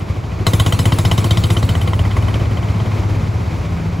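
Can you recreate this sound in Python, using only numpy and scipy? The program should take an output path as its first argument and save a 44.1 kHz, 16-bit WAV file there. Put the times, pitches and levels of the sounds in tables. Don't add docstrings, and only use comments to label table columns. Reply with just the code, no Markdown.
import sys
import numpy as np
from scipy import signal
from scipy.fft import rfft, irfft
from scipy.io import wavfile
from scipy.ndimage import uniform_filter1d

SR = 44100
rng = np.random.default_rng(int(sys.argv[2]) if len(sys.argv) > 2 else 0)


def wav_record(signal):
    frames = np.transpose(np.atleast_2d(signal))
    bounded = np.clip(frames, -1, 1)
    quanta = np.round(bounded * 32767).astype(np.int16)
    wavfile.write(sys.argv[1], SR, quanta)


N = 176400
TIME = np.arange(N) / SR
FREQS = np.maximum(np.fft.rfftfreq(N, 1 / SR), 1)

# time_s, cycle_hz
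ENGINE_SPEED = [(0.0, 12.764), (0.43, 12.98), (0.47, 15.454), (1.53, 15.488), (1.7, 16.247), (2.1, 17.235),
                (2.65, 17.467), (3.1, 16.91), (3.5, 15.745), (4.0, 14.426)]
# start_s, ring_db (near 3 kHz), body_db, upper_db, treble_db
CLACKS = [(0.4665, -12, -11, -18, -21.5), (0.5329, -17, -17.5, -24, -26), (0.597, -12.5, -15.5, -20, -24),
          (0.6614, -13, -17, -24.5, -27), (0.7234, -13, -17.5, -26, -25), (0.79, -16, -18.5, -21.5, -26),
          (0.855, -11.5, -16, -25, -25), (0.9206, -16, -17.5, -21.5, -33), (0.9856, -24, -20, -21.5, -26.5),
          (1.05, -15.5, -16, -22, -30), (1.1138, -10, -16.5, -24.5, -29),
          (1.1772, -15, -19.5, -21.5, -26.5), (1.2421, -18, -19, -24.5, -28),
          (1.3072, -11, -19, -16.5, -29), (1.3711, -17.5, -19.5, -20, -31),
          (1.4373, -11.5, -20.5, -22.5, -32), (1.5018, -12.5, -19.5, -23.5, -30),
          (1.5658, -11.5, -21, -24.5, -37), (1.6266, -25, -21.5, -27, -35),
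          (1.6902, -15.5, -24, -29, -31.5), (1.7516, -17, -22, -40, -40), (1.8131, -15.5, -24.5, -35, -35),
          (1.8736, -21, -20.5, -33, -37), (1.932, -17, -21, -34, -42), (1.9916, -19, -24, -38, -42),
          (2.0497, -28, -24, -52, -44), (2.1101, -24, -25.5, -36, -51.5), (2.1667, -34, -21.5, -48, -40),
          (2.2228, -27.5, -26, -43, -43), (2.2822, -24, -23, -47, -43), (2.341, -17, -26.5, -35, -47),
          (2.3967, -25, -31, -49, -46), (2.4548, -32, -29, -51, -67), (2.5123, -27.5, -30, -52, -52),
          (2.5712, -28.5, -26, -50, -49)]
CLACK_BANDS_HZ = [2300, 2900, 3250, 3700, 5200, 6500]
# time_s, level_db
TICK_LEVEL = [(0, -34), (.4, -30.5), (2.6, -26), (3.1, -28), (3.4, -42), (4, -33)]
# ring_db, body_db, upper_db, treble_db
TICK_COLOUR_DB = [-4, -3.5, -30, -35]
# pitch_hz, gain_db, t60_s
METAL_MODES = [(482, -9, 0.13), (667, -6, 0.035), (1087, -5.5, 0.054), (1420, -13.5, 0.032),
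               (1954, -11, 0.06), (2073, -10, 0.037), (2994, -10, 0.042), (3120, -8.5, 0.037),
               (3514, -10, 0.069), (3800, -6.5, 0.051), (4010, -7.5, 0.037), (4980, -12, 0.041),
               (6650, -7, .04), (7790, -11, 0.1)]
# freq_hz, relative_db
CRACK_SPECTRUM = [(250, 6), (600, 0.5), (1200, 3), (1700, -12.5), (2500, -12.5), (3100, -13.5), (4400, -8),
                  (6000, -11), (8500, 4), (11000, -5.5), (15500, -8)]
# time_s, level_db
INTAKE_LEVEL = [(0, -16), (.3, -13), (.4, -7.5), (.47, -0.5), (1.5, -1), (1.65, -0.5), (1.8, -6),
                (2.2, -9.5), (3.3, -15), (3.6, -16.5), (4, -9)]
# time_s, level_db
EXHAUST_LEVEL = [(0, -11), (.4, -26), (1.5, -27), (1.8, -7.5), (2.2, -7), (2.7, -7), (3.35, -5.5),
                 (3.6, -13.5), (4, -35)]
# pitch_hz, gain_db, t60_s, polarity
PIPE_MODES = [(79.2, -7.5, 0.1, 1), (105, -2.5, 0.15, -1), (167.6, -14.5, 0.16, 1), (202, -12, 0.031, 1),
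              (268, -29, 0.45, -1), (339.5, -24, 0.21, -1)]
# time_s, level_db
HISS_LEVEL = [(0, -68.5), (.45, -73), (.48, -34.5), (1.0, -35.5), (1.45, -36.5), (1.7, -39), (2.0, -46),
              (2.5, -54), (4, -70)]
# freq_hz, relative_db
HISS_SPECTRUM = [(1000, -13), (2500, 5), (4000, 4.5), (5200, -3), (6300, -1), (8500, 3), (10500, 1),
                 (13000, -6.5), (15500, -7)]
# time_s, centre_hz
WHISTLE_PITCH = [(.47, 9200), (.7, 9600), (1.0, 9300), (1.4, 9200), (2, 8800)]
KNOCK_STARTS_S = [.409, .467]
# pitch_hz, level_db, t60_s
KNOCK_TONES = [(383, -20, 0.12), (4100, -14.5, 0.048)]
# time_s, level_db
ROLL_LEVEL = [(0, -23.5), (.38, -24.5), (.55, -20.5), (1.5, -20), (1.9, -21), (2.3, -19.5), (3, -21),
              (3.5, -22.5), (4, -22.5)]
# freq_hz, relative_db
ROLL_SPECTRUM = [(20, -24), (40, -7.5), (65, 3), (100, 1), (165, -5), (250, -9.5), (450, -15.5), (750, -19),
                 (1100, -20.5), (1750, -29.5), (2200, -25.5), (2500, -27), (2800, -32.5), (3500, -34),
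                 (4300, -35), (6500, -40.5), (10000, -46), (15500, -53)]
# time_s, level_db
SHUDDER_LEVEL = [(0, -33), (1.5, -38), (1.8, -21.5), (2.2, -22), (2.6, -32), (3.4, -32), (4, -27.5)]
# freq_hz, relative_db
SHUDDER_SPECTRUM = [(20, -22), (40, -4.5), (62, 0.5), (85, 9), (130, -49), (400, -70)]
# time_s, level_db
DRONE_LEVEL = [(0, -34.5), (1.6, -31), (1.85, -21.5), (2.1, -48), (3.55, -38), (3.78, -21.5), (4, -23.5)]
# freq_hz, side_gain_db
WIDTH = [(60, -20), (130, -16), (250, -8.5), (450, -6), (1200, -3.5), (1800, -3.5), (2500, -22.5),
         (4400, -54), (15000, -88)]
# freq_hz, gain_db
LEFT_LEAN = [(30, .1), (80, 0.38), (450, 0.7), (1000, -0.14), (2000, 0)]


def clack(band_db, size=4096):
    contact_count, contact_span_s = 6, .0045
    loose_count, low_hz, high_hz, loose_db, loose_t60_s, loose_delay_s = 7, 3820, 12940, -10, .072, .004
    metal_db, scatter_db, detune = -4.5, 2, .004
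    ring_db, body_db, upper_db, treble_db = band_db
    colour = list(zip(CLACK_BANDS_HZ, (body_db, ring_db, ring_db, upper_db, upper_db, treble_db)))
    loose_hz = low_hz * (high_hz / low_hz) ** rng.random(loose_count)
    modes = list(METAL_MODES) + [(hz, loose_db, loose_t60_s) for hz in loose_hz]
    contacts = np.zeros((len(modes), size))
    hit_samples = (rng.random(contact_count) * contact_span_s * SR).astype(int)
    contacts[:, hit_samples] = rng.standard_normal((len(modes), contact_count))
    for k, delay_s in enumerate(rng.exponential(loose_delay_s, loose_count), len(METAL_MODES)):
        contacts[k] = np.roll(contacts[k], int(min(delay_s * SR, size / 2)))
    metal = np.zeros(size)
    for hits, (hz, db, t60_s) in zip(contacts, modes):
        loud, sharp = rng.standard_normal(2)
        mode = ring(hits, hz * (1 + detune * sharp), t60_s)
        mode /= np.sqrt(np.sum(mode ** 2) / (.01 * SR))
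        metal += mode * from_db(metal_db + db + at_hz(colour, hz) + scatter_db * loud)
    return metal + crack(colour, size)


def crack(colour, size):
    level_db, attack_s, hold_s, crack_t60_s = .5, .00062, .0026, .012
    rattle_db, rattle_t60_s, grain_db, grain_s = -4, .16, 2, .0008
    t, hz = TIME[:size], np.maximum(np.fft.rfftfreq(size, 1 / SR), 1)
    spectrum = unit_rms(from_db(at_hz(CRACK_SPECTRUM, hz))) * from_db(at_hz(colour, hz))
    grit = irfft(rfft(rng.standard_normal(size)) * spectrum, size)
    grain = np.interp(t / grain_s, np.arange(size), rng.standard_normal(size))
    grit *= unit_rms(from_db(grain_db * grain))
    fall = -np.log(1000) * np.maximum(t - hold_s, 0)
    decay = np.exp(fall / crack_t60_s) + from_db(rattle_db) * np.exp(fall / rattle_t60_s)
    return from_db(level_db) * grit * np.minimum(t / attack_s, 1) * decay


def engine_clacks(starts_s, clear_s=.03, scatter_db=2):
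    out = np.zeros(N)
    for start_s, *band_db in CLACKS:
        add(out, start_s, clack(band_db))
    for start_s in starts_s:
        if min(abs(start_s - row[0]) for row in CLACKS) > clear_s:
            tick_db = at_time(TICK_LEVEL, start_s) + scatter_db * rng.standard_normal()
            add(out, start_s, clack(np.array(TICK_COLOUR_DB) + tick_db))
    return out


def engine_thumps(starts_s, jitter_s=.00026, scatter_db=.22, low_cut_hz=32):
    clicks = np.zeros((len(PIPE_MODES), N))
    for level, lag_s, soft_hz in ((INTAKE_LEVEL, .00467, 900), (EXHAUST_LEVEL, .01487, 230)):
        times_s = starts_s + lag_s + jitter_s * rng.standard_normal(len(starts_s))
        samples = np.clip(times_s * SR, 0, N - 1).astype(int)
        for train, (hz, db, _, _) in zip(clicks, PIPE_MODES):
            pulse_db = at_time(level, times_s) + db - scatter_db * rng.standard_normal(len(times_s))
            train[samples] += from_db(pulse_db) / (1 + (hz / soft_hz) ** 4)
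    boom = sum(polarity * ring(train, hz, t60_s)
               for train, (hz, _, t60_s, polarity) in zip(clicks, PIPE_MODES))
    return irfft(rfft(boom) / (1 + (low_cut_hz / FREQS) ** 4), N)


def crank(first_cycle_s=.004):
    cycles = np.cumsum(at_time(ENGINE_SPEED)) / SR
    cycles -= np.interp(first_cycle_s, TIME, cycles)
    return cycles, np.interp(np.arange(int(cycles[-1]) + 1), cycles, TIME)


def intake_air(cycles, pulse_db=2.5, peak_cycle=.37, whistle_db=-14, width_hz=70, sag_hz=250):
    swell_db = pulse_db * np.cos(2 * np.pi * (cycles - peak_cycle))
    pitch_hz = at_time(WHISTLE_PITCH) - sag_hz * (cycles % 1 - .5)
    phase = 2 * np.pi * np.cumsum(pitch_hz) / SR
    whistle = drift(width_hz) * np.cos(phase) + drift(width_hz) * np.sin(phase)
    hiss = flicker_bands(noise(HISS_SPECTRUM))
    return from_db(at_time(HISS_LEVEL) + swell_db) * (hiss + from_db(whistle_db) * whistle)


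def flicker_bands(hiss, depth_db=5, band_hz=380, rate_hz=14):
    hz, _, cells = signal.stft(hiss, SR, nperseg=512)
    smooth_frames = int(SR / 256 / rate_hz / 2)
    flicker = uniform_filter1d(rng.standard_normal(cells.shape), smooth_frames, axis=1)
    flicker = unit_rms(uniform_filter1d(flicker, int(band_hz / hz[1]), axis=0))
    return unit_rms(signal.istft(cells * from_db(depth_db * flicker), SR)[1][:N])


def drive_knocks():
    out = np.zeros(N)
    for start_s, (hz, db, t60_s) in zip(KNOCK_STARTS_S, KNOCK_TONES):
        add(out, start_s, from_db(db) * ring(signal.unit_impulse(SR // 2), hz, t60_s))
    return out


def tyres(cycles, pulse_db=.96, peak_cycle=.2, flicker_db=1):
    throb_db = pulse_db * np.cos(2 * np.pi * (cycles - peak_cycle))
    level_db = at_time(ROLL_LEVEL) + throb_db + flicker_db * drift(rate_hz=17)
    return from_db(level_db) * noise(ROLL_SPECTRUM)


def chassis(drone_hz=165.7, wander_hz=3.16):
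    phase = 2 * np.pi * np.cumsum(drone_hz + wander_hz * drift(rate_hz=7.6)) / SR
    drone = from_db(at_time(DRONE_LEVEL)) * np.sin(phase)
    return from_db(at_time(SHUDDER_LEVEL)) * noise(SHUDDER_SPECTRUM) + drone


def from_db(db):
    return 10 ** (np.asarray(db) / 20)


def at_time(rows, time_s=TIME):
    return np.interp(time_s, *np.transpose(rows))


def at_hz(rows, hz=FREQS):
    points_hz, db = np.transpose(rows)
    return np.interp(np.log(hz), np.log(points_hz), db)


def unit_rms(x):
    return x / np.sqrt(np.mean(x ** 2) + 1e-20)


def noise(spectrum):
    return unit_rms(irfft(rfft(rng.standard_normal(N)) * from_db(at_hz(spectrum)), N))


def drift(rate_hz):
    return unit_rms(irfft(rfft(rng.standard_normal(N)) / (1 + (FREQS / rate_hz) ** 2), N))


def ring(clicks, hz, t60_s):
    radius, angle = np.exp(-np.log(1000) / (t60_s * SR)), 2 * np.pi * hz / SR
    return signal.lfilter([0, np.sin(angle)], [1, -2 * radius * np.cos(angle), radius ** 2], clicks + 1e-18)


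def add(out, start_s, sound):
    i = int(np.clip(start_s * SR, 0, N - 1))
    out[i:i + len(sound)] += sound[:N - i]


def scene():
    cycles, starts_s = crank()
    mid, side = (engine_clacks(starts_s) + intake_air(cycles) + tyres(cycles) for _ in range(2))
    mid = mid + engine_thumps(starts_s) + chassis() + drive_knocks()
    side = irfft(rfft(side) * from_db(at_hz(WIDTH)), N)
    lean = from_db(at_hz(LEFT_LEAN))
    return np.array([irfft(rfft(mid + side) * lean, N), irfft(rfft(mid - side) / lean, N)])


def record(dry):
    lag_s, lag_above_hz, ceiling, cutoff_hz = .000238, 6950, .95, 15750
    late = np.exp(-2j * np.pi * lag_s * np.maximum(FREQS - lag_above_hz, 0))
    stereo = np.array([irfft(rfft(dry[0]) * late, N), dry[1]])
    rounded = stereo / (1 + (stereo / ceiling) ** 6) ** (1 / 6)
    return signal.sosfiltfilt(signal.ellip(10, .1, 60, cutoff_hz, fs=SR, output="sos"), rounded)


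dry = scene()
out = record(dry)
wav_record(out)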